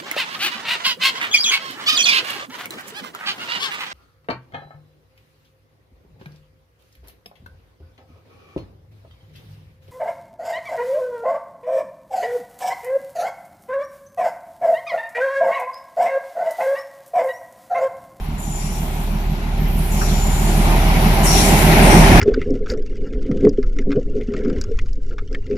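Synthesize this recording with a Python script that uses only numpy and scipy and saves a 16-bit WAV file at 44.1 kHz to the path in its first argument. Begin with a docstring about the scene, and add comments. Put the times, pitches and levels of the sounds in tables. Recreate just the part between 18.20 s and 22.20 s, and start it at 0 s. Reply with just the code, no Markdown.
"""Freight train approaching a platform

A diesel locomotive hauls freight closer. Its twelve cylinders thud unevenly: impulses ring a resonant exhaust pipe,
over a firing tone with its multiples. The rolling roar is coloured noise that swells and blends from far to near.
The rails hiss and sing: each jolt of a wheel runs ahead along the steel, treble first, as dispersed noise,
while narrow noise bands whistle at the rail's modes. Wheels and couplings clack as short noise bursts.
A small two-port recorder clips as the train arrives."""
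import sys
import numpy as np
from scipy import signal
from scipy.fft import irfft
from scipy.io import wavfile
from scipy.ndimage import uniform_filter1d

SR = 44100
rng = np.random.default_rng(int(sys.argv[2]) if len(sys.argv) > 2 else 0)


def rack_gain(trim_db):
    """Turn a fader trim in dB into the linear factor to multiply a signal by."""
    fader = np.asarray(trim_db, float)
    return 10 ** (fader / 20)


def put_to_file(sound):
    """Save the sound as 16-bit audio at rate SR, in the file named by the first command-line argument."""
    columns = np.atleast_2d(sound).T  # one column per channel
    safe = np.clip(columns, -1, 1)
    whole_steps = np.round(safe * 32767)
    wavfile.write(sys.argv[1], SR, whole_steps.astype(np.int16))


N = 176400
T = np.arange(N) / SR


def evened(x):
    """Power normalisation: the signal is scaled to rms 1."""
    return x / np.sqrt(np.mean(x ** 2) + 1e-20)


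def read(points, hz):
    """Spectral interpolation: a table value on a log-frequency axis."""
    f, value = np.transpose(points)
    return np.interp(np.log(hz + 1), np.log(f + 1), value)


def curve(rows, t):
    """Temporal interpolation: every column of a time table, at times t."""
    rows = np.array(rows)
    return [np.interp(t, rows[:, 0], column) for column in rows[:, 1:].T]


def drift(t, top_hz):
    """Random modulation: sines of chance phase, weaker toward top_hz, together of rms 1."""
    waves = [np.sin(2 * np.pi * (f * t + rng.random())) / np.sqrt(f) for f in np.geomspace(.5, top_hz, 20)]
    return evened(sum(waves))


def patchy(shape, frames, bins):
    """Correlated fluctuation: chance smoothed over frames and bins, of rms 1."""
    smooth_in_time = uniform_filter1d(rng.standard_normal(shape), frames, 0)
    return evened(uniform_filter1d(smooth_in_time, bins, 1))


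def unit(db, hz, lo_hz, hi_hz):
    """Spectral normalisation: gains scaled to power 1 inside a band."""
    gain = rack_gain(db)
    in_band = (hz > lo_hz) & (hz < hi_hz)
    return gain / np.sqrt((gain[..., in_band] ** 2).sum(-1, keepdims=True))


def held(t, length, rise, fall, change_db):
    """Envelope of a driven, damped source: linear rise, hold changing by change_db, exponential fall."""
    hold = rack_gain(change_db * np.clip(t / length, 0, 1))
    return np.clip(t / rise, 0, 1) * hold * np.exp(-np.maximum(t - length, 0) / fall)


# Level difference of the ports: frequency_hz, left_minus_right_db
PORT_LEAN = [(60, 0.5), (200, -2), (360, 2), (660, -4.5), (1200, .5), (2200, 3.5), (4000, 3), (5800, 6.5),
             (7400, 6), (8800, -2.5), (10500, -19.5), (11700, -10), (12800, -6.5), (13500, 2)]
# Coherence of the ports: frequency_hz, likeness (0-1)
PORT_LIKENESS = [(60, 0.84), (130, 0.99), (280, 0.9), (610, 0.8), (1000, 0.9), (1500, 0.18), (3000, 0.12),
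                 (13000, 0.25)]
LAG_S, LAG_FROM_HZ = 0.000606, 684


def ports(z, other, hz):
    """Spatial coherence: the two microphone ports hear alike in the bass, apart and staggered in the treble."""
    same = np.clip(read(PORT_LIKENESS, hz), 0, 1)
    turn = np.exp(-2j * np.pi * LAG_S * np.maximum(hz - LAG_FROM_HZ, 0))
    lean = rack_gain(read(PORT_LEAN, hz) / 2)
    left = z * turn * lean
    right = (same * z + np.sqrt(1 - same ** 2) * other) / lean
    return np.array([left, right])


def noise(field, size):
    """Time-varying filtering: stereo noise of gain field(t, hz); a flat field of unit sum has rms near 1."""
    t = np.arange(N * 4 // size + 5)[:, None] * size / 4 / SR
    hz = np.fft.rfftfreq(size, 1 / SR)
    a, b, c, d = np.moveaxis(rng.standard_normal((len(t), len(hz), 4)), 2, 0)
    z = ports(a + 1j * b, c + 1j * d, hz) * field(t, hz)
    return signal.istft(z.swapaxes(1, 2), nperseg=size, noverlap=size * 3 // 4)[1][:, :N]


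# Exhaust puffs in one engine cycle: place (periods of the firing tone, six to a cycle)
PUFF_PLACES = [.44, .92, 1.44, 1.92, 2.44, 2.92, 3.44, 3.92, 4.4, 4.88, 5.36, 5.6]
# Strength of each of those puffs: relative_level_db
PUFF_DB = [-14, -22, -7, -22, -11, -24, -2, -14, 0, -3, -2, -5]
# Resonances of the exhaust pipe: frequency_hz, width_hz, relative_peak_db
PIPE = [(51, 20, -6), (125, 53, -22.5), (158, 32, -10.5), (204, 26, -2.5), (257, 31, -13.5)]
# Weak multiples of the engine cycle: multiple (of the cycle rate)
ORDERS_HEARD = [3, 4, 7, 8, 9, 10, 16, 17, 19, 21]
# Their levels: relative_level_db (to the firing tone)
ORDER_DB = [-26, -30, -26, -20, -17, -19, -24, -24, -22, -22]
# Engine parts, before the port gain: time_s, firing_tone_db, exhaust_thuds_db,
# drone_db (on the 25th multiple of the cycle)
ENGINE = [(0, -23.5, -41, -55), (.15, -24, -31, -49), (.2, -27, -23, -39), (.25, -24.5, -34.5, -41.5),
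          (.6, -23, -36, -39), (1.1, -17, -31.5, -36), (1.17, -25, -32, -20), (1.25, -19, -31.5, -37),
          (1.5, -18, -26, -33.5), (1.8, -16.5, -30, -33.5), (2.4, -13.5, -29, -26.5),
          (2.9, -12.5, -36, -22.5), (3.3, -14.5, -20.5, -34), (3.7, -14, -15.5, -16), (4, -11, -10.5, -17)]
# Firing rate at the start, its slope and its quadratic term; opening phase in turns
FIRING_HZ, GAIN_HZ_PER_S, SURGE_HZ_PER_S2, FIRST_TURN = 36.297, .4592, .1122, .224
OCTAVE_DB, OCTAVE_TURN, DRONE_TURN = -14, -.36, .08
UNEVEN_DB, UNEVEN_S, CYCLE_UNEVEN_DB = 2., .0004, 1.  # rms, per puff, per puff, per cycle
PUFF_SIGMA_S = .001
# The drone chugs once per cycle: share of the cycle, sharpness at start and at end
CHUG_PLACE, CHUG_FAR, CHUG_NEAR = .83, 2.2, .1
# Each chug sweeps up to the 33rd multiple a little later (share of the cycle)
UPPER_LATE, UPPER_SHARP, UPPER_FAR_DB, UPPER_NEAR_DB = 0.038, 2.3, -1, -13.5
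ORDER_WAVER_DB, TONE_WAVER_DB, DRONE_WAVER_DB = 1.13, 1., .8  # rms


def engine():
    """Periodic excitation: a harmonic firing tone, a pulsed drone, and uneven puffs ringing pipe resonances."""
    turns = FIRST_TURN + FIRING_HZ * T + GAIN_HZ_PER_S * T ** 2 / 2 + SURGE_HZ_PER_S2 * T ** 3 / 3
    cycle = turns / 6
    tone_db, thud_db, drone_db = curve(ENGINE, T)

    tone = np.cos(2 * np.pi * turns) + rack_gain(OCTAVE_DB) * np.cos(2 * np.pi * (2 * turns + OCTAVE_TURN))
    for order, db in zip(ORDERS_HEARD, ORDER_DB):
        wavering = rack_gain(db + ORDER_WAVER_DB * drift(T, 4.1))
        tone += wavering * np.cos(2 * np.pi * (order * cycle + rng.random()))

    sharpness = np.interp(T, [0, T[-1]], [CHUG_FAR, CHUG_NEAR])
    chug = evened(np.exp(sharpness * np.cos(2 * np.pi * (cycle - CHUG_PLACE))))
    upper = evened(np.exp(UPPER_SHARP * np.cos(2 * np.pi * (cycle - CHUG_PLACE - UPPER_LATE))))
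    upper = upper * rack_gain(np.interp(T, [2.2, 3.4], [UPPER_FAR_DB, UPPER_NEAR_DB]))
    drone = np.cos(2 * np.pi * (25 * cycle + DRONE_TURN)) * chug
    drone = drone + upper * np.cos(2 * np.pi * (33 * cycle + rng.random()))

    # 28 cycles of 12 puffs, each a little off in time and strength
    chance = rng.standard_normal((28, 12, 2))
    places = PUFF_PLACES + 6 * np.arange(28)[:, None]
    when = np.interp(places, turns, T, -1, -1) + UNEVEN_S * chance[..., 0]
    cycle_db = CYCLE_UNEVEN_DB * rng.standard_normal((28, 1))
    strength = rack_gain(PUFF_DB + UNEVEN_DB * chance[..., 1] + cycle_db)
    keep = (when > 0) & (when < T[-1])
    puffs = np.zeros(N)
    np.add.at(puffs, (when[keep] * SR).astype(int), -strength[keep])

    t = T[:8000]
    ring = sum(rack_gain(g) * w * np.exp(-np.pi * w * t) * np.cos(2 * np.pi * f * t) for f, w, g in PIPE)
    soft = np.exp(-.5 * (np.arange(-300, 301) / SR / PUFF_SIGMA_S) ** 2)
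    rung = signal.oaconvolve(puffs, ring)[:N]
    thuds = evened(signal.oaconvolve(rung, soft, "same"))

    tone = rack_gain(tone_db + TONE_WAVER_DB * drift(T, 27)) * tone
    drone = rack_gain(drone_db + DRONE_WAVER_DB * drift(T, 3.8)) * drone
    mono = np.sqrt(2) * (tone + drone) + rack_gain(thud_db) * thuds
    return mono * rack_gain([[-.65], [.65]])


# Rolling roar: time_s, relative_level_db (300-4000 Hz), nearness (0-1)
ROAR = [(0, -36, 0.35), (.9, -34, 0.4), (1.7, -29.5, 0.55), (2.2, -26, 0.54), (2.7, -21.5, 0.57),
        (3.1, -18, 0.64), (3.3, -16.5, 0.62), (3.5, -14.5, 0.77), (3.7, -12.5, 0.77), (4, -11, 0.76)]
# Colour of the distant roar: frequency_hz, relative_density_db (per Hz)
FAR_COLOUR = [(20, -16), (30, 19), (65, 2), (92, -55), (150, 6.5), (220, -3), (270, -15.5), (390, -9),
              (480, -27.5), (600, -19), (790, -10), (950, -12.5), (1150, -13.5), (1650, -28), (2200, -24),
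              (2800, -23.5), (3500, -23), (5000, -32.5), (8000, -37.5), (14000, -71)]
# Colour of the close roar: frequency_hz, relative_density_db (per Hz)
NEAR_COLOUR = [(20, -18), (30, -6), (65, -13.5), (92, 3.5), (150, -3), (220, -6.5), (270, -9), (390, -5),
               (480, -14), (600, -9), (790, -9), (950, -13), (1150, -23), (1400, -16), (1750, -16),
               (2200, -14.5), (3500, -27.5), (5000, -29), (8000, -38.5), (14000, -30)]
PATCH_DB, SWELL_DB, THROB_DB = 1.2, .4, 0.96  # rms


def roar():
    """Broadband rolling noise of wheels and body: patchy, blending from the far colour to the near one."""
    def field(t, hz):
        level_db, near = curve(ROAR, t)
        near = np.clip(near, 0, 1)
        blend_db = (1 - near) * read(FAR_COLOUR, hz) + near * read(NEAR_COLOUR, hz)
        patches = patchy((len(t), len(hz)), 5, 24)
        gain = rack_gain(level_db + PATCH_DB * patches + SWELL_DB * drift(t, 8.4))
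        return unit(blend_db, hz, 300, 4000) * gain
    return noise(field, size=2048) * rack_gain(THROB_DB * drift(T, 60))


# Steady rail hiss: time_s, relative_level_db (8500-13500 Hz)
BED = [(0, -63), (.6, -65), (1.2, -55.5), (1.6, -48.5), (2.5, -37.5), (3, -36.5), (3.5, -31), (4, -37)]
# Colour of the steady hiss: frequency_hz, relative_density_db (per Hz)
BED_COLOUR = [(3530, -2), (6000, 0.5), (7840, -14), (9270, 0), (10100, 4), (10500, -5), (11300, -11.5),
              (12100, 5.5), (12800, 3.5), (13330, 1), (13450, -9), (13900, -22)]
# Jolts along the rail: treble_arrival_s, lag_s (at SLOW_HZ), hold_s (of the treble, less where late),
# relative_level_db, tilt_db_per_octave
JOLTS = [(0.176, 0.35, 0.42, -37.5, 5.5), (0.7, 0.24, 0.11, -44.5, 15), (1.555, .3, 0.26, -37.5, 25),
         (1.695, 0.13, 0.38, -34, 3), (2.094, 0.18, 0.32, -34.5, 9.5), (3.025, 0.091, 0.25, -21, 6),
         (3.344, .1, 0.06, -27, 21), (3.63, 0.18, 0.2, -27.5, 6)]
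# Colour of the jolts before tilt: frequency_hz, relative_density_db (per Hz)
STEEL_COLOUR = [(1650, -49), (2800, 14.5), (5020, -0.5), (5620, -2), (6090, 1), (8070, -2.5), (8750, -0.5),
                (9480, -9), (10300, -10), (11700, -12), (12800, -40), (13400, -2), (13900, -28)]
JOLT_RISE_S, JOLT_CHANGE_DB, JOLT_FALL_S = 0.019, 0.5, 0.13
FAST_HZ, SLOW_HZ = 7000, 3880  # no lag at and above the first, the table's lag at the second


def rail_hiss():
    """Dispersion: over a steady bed, the lower frequencies of each jolt travel slower and come late."""
    def field(t, hz):
        octaves_below = np.log(FAST_HZ / (hz + 1)) / np.log(FAST_HZ / SLOW_HZ)
        slow = np.clip(octaves_below, 0, 2) ** 1.6
        power = (rack_gain(curve(BED, t)[0]) * unit(read(BED_COLOUR, hz), hz, 8500, 13500)) ** 2
        for start, lag, length, db, tilt_db in JOLTS:
            colour = unit(read(STEEL_COLOUR, hz) + tilt_db * np.log2(hz / 7000 + 0.15), hz, 0, SR)
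            late = lag * slow
            envelope = held(t - start - late, length - 1.87 * late, JOLT_RISE_S, JOLT_FALL_S, JOLT_CHANGE_DB)
            power = power + (rack_gain(db) * colour * envelope) ** 2
        return np.sqrt(power) * rack_gain(1.4 * patchy(power.shape, 14, 8))
    return noise(field, size=512)


# Modes of the rail: frequency_hz, width_hz (between points 3.6 dB down)
RAIL_MODES = [(5560, 130), (5800, 350), (6700, 800), (7105, 60), (8750, 350), (10190, 70), (10500, 600),
              (10750, 80), (12480, 35), (12900, 90), (13260, 90)]
# Whistles, each played by the nearest mode: start_s, hold_s, mode_hz, relative_level_db,
# change_db (through the hold)
SINGS = [(0, 0.51, 10190, -60, 3), (0, .16, 13280, -50, -1), (0.173, 0.23, 7105, -44, 10),
         (0.175, 0.8, 10190, -50.5, -1), (.18, 0.3, 12480, -50, -2), (0.368, 0.19, 5560, -51, 1),
         (0.414, .15, 5780, -46, -2), (.5, .12, 7105, -47, -6), (0.504, 0.57, 13280, -44.5, -6),
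         (1.05, 1.75, 12480, -54, 8), (1.37, .08, 13280, -47, 2), (1.47, 0.76, 13280, -40, -9),
         (1.573, .8, 10190, -48, -8), (1.705, 0.583, 7105, -41, 3), (1.71, .2, 6700, -41, 1),
         (2.365, .12, 10750, -46, -2), (1.79, 0.13, 5780, -41, 1), (1.757, 0.2, 5560, -38.5, -3),
         (2.767, .7, 12900, -43, 4), (2.802, .9, 13280, -42, 0), (3.027, 0.075, 8700, -34, -6),
         (3.03, .25, 10500, -35, -1), (3.04, 0.45, 12900, -40, 1), (3.062, 0.13, 5560, -23.5, -4),
         (3.085, 0.09, 5780, -23, -9), (3.616, 0.2, 8700, -27.5, -9), (3.69, .1, 5560, -27.5, -4),
         (3.695, .1, 5780, -29, -4)]
SING_RISE_S, SING_FALL_S, WAVER_DB = .012, .06, 1.8  # waver is rms


def rail_song():
    """Modal resonance: narrow wavering whistles of noise at the rail's modes."""
    hz, out = np.fft.rfftfreq(N, 1 / SR), np.zeros((2, N))
    centres = np.array(RAIL_MODES)[:, 0]
    for k, (f, width) in enumerate(RAIL_MODES):
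        a, b, c, d = rng.standard_normal((len(hz), 4)).T
        resonance = (1 + (2 * (hz - f) / width) ** 2) ** .6
        ring = evened(irfft(ports(a + 1j * b, c + 1j * d, hz) / resonance, N))
        power = np.zeros(N)
        for start, length, mode_hz, db, change_db in SINGS:
            if np.argmin(abs(np.log(centres / mode_hz))) == k:
                power += (rack_gain(db) * held(T - start, length, SING_RISE_S, SING_FALL_S, change_db)) ** 2
        out += ring * np.sqrt(power) * rack_gain(WAVER_DB * drift(T, 21))
    return out


# Short clacks of wheels and couplings: start_s, relative_level_db, pitch_hz
KNOCKS = [(1.812, -24, 1400), (1.824, -25.5, 850), (1.885, -34, 4200), (2.7, -28, 2300), (3.415, -23, 2150),
          (3.457, -23, 1900), (3.508, -24, 2200), (3.59, -23, 1750), (3.665, -24, 1800), (3.716, -22, 2050),
          (3.765, -23, 2200), (3.914, -18.5, 1900), (3.945, -22, 1200), (3.97, -19.5, 1750)]
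KNOCK_S, KNOCK_WIDTH_HZ = .014, 350  # hold; offset from the pitch at which the band is 12 dB down


def knocks():
    """Impact excitation: brief band-limited bursts for clacks of metal."""
    def field(t, hz):
        gain = 0
        for start, db, f in KNOCKS:
            band = unit(-12 * ((hz - f) / KNOCK_WIDTH_HZ) ** 2, hz, 0, SR)
            gain = gain + rack_gain(db) * band * held(t - start, KNOCK_S, .003, .008, -3)
        return gain
    return noise(field, size=256)


def scene():
    """Superposition: engine, roar, rail and knocks add linearly."""
    return engine() + rack_gain(1.5) * (roar() + rail_hiss() + knocks()) + rack_gain(2.5) * rail_song()


def roll_off(x):
    """The treble ends steeply here."""
    return signal.sosfilt(signal.butter(12, 14040, fs=SR, output="sos"), x)


LOW_HZ, EDGE_HZ, CEILING = 27, 13750, .995  # ceiling as a share of full scale


def record(dry):
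    """Band limiting and saturation: low-pass, high-pass, then hard clipping."""
    taps = signal.firwin(255, EDGE_HZ, window=("kaiser", 6), fs=SR)
    high_pass = signal.butter(2, LOW_HZ, "high", fs=SR, output="sos")
    wet = signal.sosfiltfilt(high_pass, signal.oaconvolve(dry, taps[None], "same"))
    return roll_off(np.clip(wet, -CEILING, CEILING))


dry = scene()
out = record(dry)
put_to_file(out)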